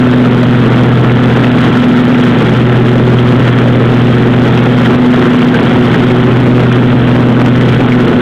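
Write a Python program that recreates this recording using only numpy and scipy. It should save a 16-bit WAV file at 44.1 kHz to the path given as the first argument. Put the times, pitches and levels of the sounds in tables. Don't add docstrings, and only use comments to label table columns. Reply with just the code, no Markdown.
import sys
import numpy as np
from scipy import signal
from scipy.fft import rfft, irfft, next_fast_len
from scipy.io import wavfile

SR = 44100
rng = np.random.default_rng(int(sys.argv[2]) if len(sys.argv) > 2 else 0)


def transcribe(u):
    v = np.clip(np.atleast_2d(u).T, -1, 1)
    q = np.round(v * 32767).astype(np.int16)
    wavfile.write(sys.argv[1], SR, q)


N = 362061
TIME = np.arange(N) / SR

# t/s, relative level/dB
LEAF_FLOW = [(0.0, -19.5), (0.48, -21.5), (0.68, -17.2), (0.88, -20), (1.75, -18.5), (1.92, -17.5),
             (2.5, -19.5), (2.95, -20.5), (3.35, -18.5), (3.6, -19.5), (4.3, -20), (5.35, -19.7),
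             (5.55, -19), (6.12, -19.5), (6.42, -20.5), (6.72, -20), (7.25, -21.5), (7.85, -20.5)]


def amp(db):
    return 10 ** (np.asarray(db) / 20)


def unit(x):
    return x / np.sqrt(np.mean(x ** 2) + 1e-20)


def curves(rows):
    s, *columns = np.transpose(rows)
    return [np.interp(TIME, s, column) for column in columns]


def colour(x, spectrum):
    hz, db = np.transpose(spectrum)
    size = next_fast_len(N + SR // 10)
    bins = np.fft.rfftfreq(size, 1 / SR)
    gain = amp(np.interp(np.log(bins + 1), np.log(hz + 1), db))
    return irfft(rfft(x, size) * gain, size)[:N]


def wander(cutoff_hz):
    size = next_fast_len(N)
    bins = np.fft.rfftfreq(size, 1 / SR)
    spectrum = rfft(rng.standard_normal(size)) / np.sqrt(1 + (bins / cutoff_hz) ** 4)
    return unit(irfft(spectrum, size)[:N])


def tone(cycles, db):
    return np.sqrt(2) * amp(db) * np.sin(2 * np.pi * (cycles + rng.random()))


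def blades(passes, smear_passes=0.028, eddy_hz=14, third_flutter=0.36):
    # t/s, second spindle/passes, third spindle/passes
    belt_slip = [(0.0, -0.9, 0.44), (0.9, -0.91, 0.29), (1.8, -0.685, 0.45), (2.7, -0.15, 0.23),
                 (3.6, 0.06, 0.29), (4.6, 0.185, 0.38), (5.5, 0.61, 0.4), (6.4, 0.955, 0.28),
                 (7.3, 0.94, 0.32), (8.2, 1.49, 0.36)]
    spindle_gains = (0.99, 0.33, 0.55)
    # harmonic of the passing rate, level/dB, flutter depth
    hum_harmonics = [(1, -11.5, 0.05), (2, -12, 0.11)]
    # t/s, level/dB
    third_levels = [(0, -24), (1.3, -33), (2.1, -23), (2.4, -23.5), (2.7, -18), (3.15, -15.5), (3.6, -25),
                    (4.3, -19), (4.7, -25), (5.25, -18.5), (5.7, -22.5), (6.25, -16), (6.95, -22),
                    (7.3, -28.5), (8.0, -22)]
    # harmonic of the passing rate, level/dB
    overtones = [(4, -32.5), (5, -44.5), (6, -40)]
    leads = [0, *curves(belt_slip)]
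    hum = np.zeros(N)
    for order, db, flutter in hum_harmonics:
        phasor = sum(gain * np.exp(2j * np.pi * order * (passes + lead))
                     for gain, lead in zip(spindle_gains, leads))
        eddies = 1 + flutter * (wander(eddy_hz) + 1j * wander(eddy_hz))
        hum += (-1) ** order * np.sqrt(2) * amp(db) * (phasor * eddies).real
    third = tone(3 * passes, curves(third_levels)[0])
    upper = sum(tone(order * (passes + smear_passes * wander(4.4)), db) for order, db in overtones)
    return hum + third * (1 + third_flutter * wander(eddy_hz)) + upper


def engine(turns, unevenness=0.15, jitter_turns=0.0028, throb_order=4.5, throb_db=-23.5):
    # multiple of crankshaft speed, level/dB
    exhaust_orders = [(1.5, -35.5), (2.5, -20.5), (3, -18), (4, -16.5), (5, -24), (6.5, -25), (7, -34.5),
                      (8, -29), (8.5, -31.5), (9.5, -33.5)]
    shaken = turns + jitter_turns * wander(8.9)
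    notes = sum(tone(order * shaken, db) for order, db in exhaust_orders)
    throb = np.sqrt(2) * amp(throb_db) * np.cos(2 * np.pi * throb_order * shaken)
    return (notes + throb) * (1 + unevenness * wander(33))


def deck_air(passes, clumps, start_db=-14.0, rise_db_per_s=0.26, throb=0.48, gust_db=2.5, clump_db=1):
    # f/Hz, relative level/dB
    roar_spectrum = [(40, -29.5), (90, -9.5), (130, -7), (200, -2), (262, 2), (320, -2), (470, -4),
                     (600, -10.5), (800, -14.5), (1200, -17.5), (3500, -30.5)]
    air = rng.standard_normal(N) * (1 + throb * np.cos(2 * np.pi * passes))
    level_db = start_db + rise_db_per_s * TIME + gust_db * wander(12) + clump_db * clumps
    return amp(level_db) * unit(colour(air, roar_spectrum))


def shredding(passes, clumps, gain_db=1.85, chop=0.14, clump_db=0.7, handful_db=0.77,
              snaps_per_s=900, spread_db=3.5, snap_db=-5):
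    # f/Hz, relative level/dB
    rasp_spectrum = [(250, -25), (700, -2), (1100, -2.5), (1380, 4), (1600, 0.5), (1900, -1), (2500, -9.5),
                     (2900, -7.5), (3300, -4.5), (3650, -1), (4200, -8)]
    flow_db, = curves(LEAF_FLOW)
    sizes = amp(spread_db * np.minimum(rng.exponential(1, N), 4)) * rng.choice([-1, 1], N)
    snaps = unit(sizes * (rng.random(N) < snaps_per_s / SR))
    tearing = rng.standard_normal(N) + amp(snap_db) * snaps
    feed = amp(clump_db * clumps + handful_db * wander(8.9))
    chopping = 1 + chop * np.cos(2 * np.pi * passes)
    return amp(flow_db + gain_db) * unit(colour(tearing * feed * chopping, rasp_spectrum))


def deck_ring(hz, t60_s):
    t = np.arange(SR // 10) / SR
    return np.sin(2 * np.pi * hz * t) * amp(-60 * t / t60_s)


def twigs(gain_db=-1, ring_t60_s=0.077, ring_db=-6, crack_db=-3, crack_t60_s=0.05,
          band_ratio=1.5, skirt_db=-12):
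    # t/s, ring f/Hz, relative level/dB
    strikes = [(.431, 630, -3), (1.369, 1910, -13), (1.771, 1350, -7), (2.145, 2010, -11),
               (2.226, 3290, -15), (2.537, 2950, -12.5), (2.56, 1460, -16), (2.857, 1675, -13),
               (3.187, 3270, -11.5), (3.587, 1374, -7), (3.849, 2265, -18), (4.576, 2680, -15),
               (4.851, 3130, -18), (5.484, 3220, -12), (5.542, 1560, -6.5), (5.943, 1560, -7.5),
               (6.1, 2240, -11), (6.724, 3010, -12), (6.782, 550, -8), (7.461, 1304, -4.5),
               (7.921, 2220, -9)]
    out, t = np.zeros(N), np.arange(SR // 10) / SR
    noise = rng.standard_normal(N)
    for s, hz, db in strikes:
        span = slice(round(s * SR), round(s * SR) + len(t))
        band = [(hz / band_ratio, skirt_db), (hz, 0), (hz * band_ratio, skirt_db), (SR / 2, 2 * skirt_db)]
        splinters = unit(colour(noise, band))
        crack = amp(crack_db - 60 * t / crack_t60_s) * splinters[span]
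        out[span] += amp(db + gain_db) * (amp(ring_db) * deck_ring(hz, ring_t60_s) + crack)
    return out


def debris(gain_db=-8, hits_per_s=450, spread_db=2.0, t60_s=.013, surge=0.39, modes=36):
    flow_db, = curves(LEAF_FLOW)
    hits_per_mode = int(hits_per_s * N / SR / modes)
    rattle = np.zeros(N)
    for hz in np.geomspace(700, 3700, modes):
        when, size, sign = rng.random((400, 3))[:hits_per_mode].T
        hits = np.zeros(N)
        hits[(when * N).astype(int)] = np.sign(sign - .5) * amp(spread_db * np.minimum(-np.log(size), 3))
        rattle += signal.oaconvolve(hits, deck_ring(hz, t60_s))[:N]
    return amp(gain_db + flow_db.mean() + surge * (flow_db - flow_db.mean())) * unit(rattle)


def fan(turns):
    # t/s, level/dB of order 24, level/dB of order 27
    whine_levels = [(0, -33.5, -34.5), (2, -28.5, -45.5), (3.5, -35.5, -48), (4.6, -33, -45),
                    (5.8, -34, -38), (7, -37, -39), (8.21, -32, -28)]
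    low_db, high_db = curves(whine_levels)
    return tone(24 * turns, low_db) + tone(27 * turns, high_db)


def wind(breeze_db=-37.5, puff_half_width_s=0.1):
    # t/s, level/dB
    gusts = [(1.33, -27.5), (4.48, -21), (4.8, -27.5), (7.06, -19), (7.75, -17.5)]
    # f/Hz, relative level/dB
    buffet_spectrum = [(10, -23), (25, -10.5), (50, -4.5), (75, 7), (110, 8), (300, -16)]
    puffs = sum(amp(db) * np.exp(-((TIME - s) / puff_half_width_s) ** 2) for s, db in gusts)
    return (amp(breeze_db) + puffs) * unit(colour(rng.standard_normal(N), buffet_spectrum))


def gain_control(x, target_db=-4.5, squeeze=0.79, window_s=0.0092, recovery_db_per_s=220):
    window = signal.windows.hann(2 * int(window_s * SR / 2) + 3)
    power = signal.oaconvolve(x ** 2, window / window.sum(), "same")
    power_db = 10 * np.log10(abs(power) + 1e-9)
    fall_db = recovery_db_per_s * TIME
    held_db = np.maximum.accumulate(power_db + fall_db) - fall_db
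    return x * amp(squeeze * (target_db - held_db))


def scene(passes_per_turn=2.2245, in_step_s=4.045):
    # t/s, rotation f/Hz
    crank_speed = [(0.0, 55.94), (0.75, 55.11), (1.3, 55.4), (2.5, 55.21), (3.05, 55.34), (3.75, 54.67),
                   (4.6, 55.28), (5.3, 55.49), (5.8, 55.26), (6.6, 55.53), (7.1, 55.19), (7.6, 55.61),
                   (8.2, 55.02)]
    crank_hz, = curves(crank_speed)
    turns = np.cumsum(crank_hz) / SR
    turns -= np.interp(in_step_s, TIME, turns)
    passes = passes_per_turn * turns
    clumps = wander(47)
    drone = engine(turns) + fan(turns) + blades(passes) + deck_air(passes, clumps)
    return (drone + shredding(passes, clumps) + debris() + twigs() + wind())[None]


def record(dry, drive_db=0.4, ceiling=.709, hiss_db=-61, cutoff_hz=15830):
    # f/Hz, gain/dB
    microphone_response = [(3250, 1.5), (3500, -4), (3750, -9.5), (4000, -9), (4250, -13.5), (4600, -44.5),
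                           (5200, -67)]
    # f/Hz, gain/dB
    bass_cut = [(15, -19), (40, -15), (65, 0)]
    levelled = gain_control(colour(dry[0], microphone_response))
    clipped = np.clip(amp(drive_db) * colour(levelled, bass_cut), -ceiling, ceiling)
    hiss = amp(hiss_db) * unit(colour(rng.standard_normal(N), [(4000, -1.0), (16000, -7.5)]))
    low_pass = signal.firwin(511, cutoff_hz, window=("kaiser", 9), fs=SR)
    return signal.oaconvolve(clipped + hiss, low_pass, "same")[None]


dry = scene()
out = record(dry)
transcribe(out)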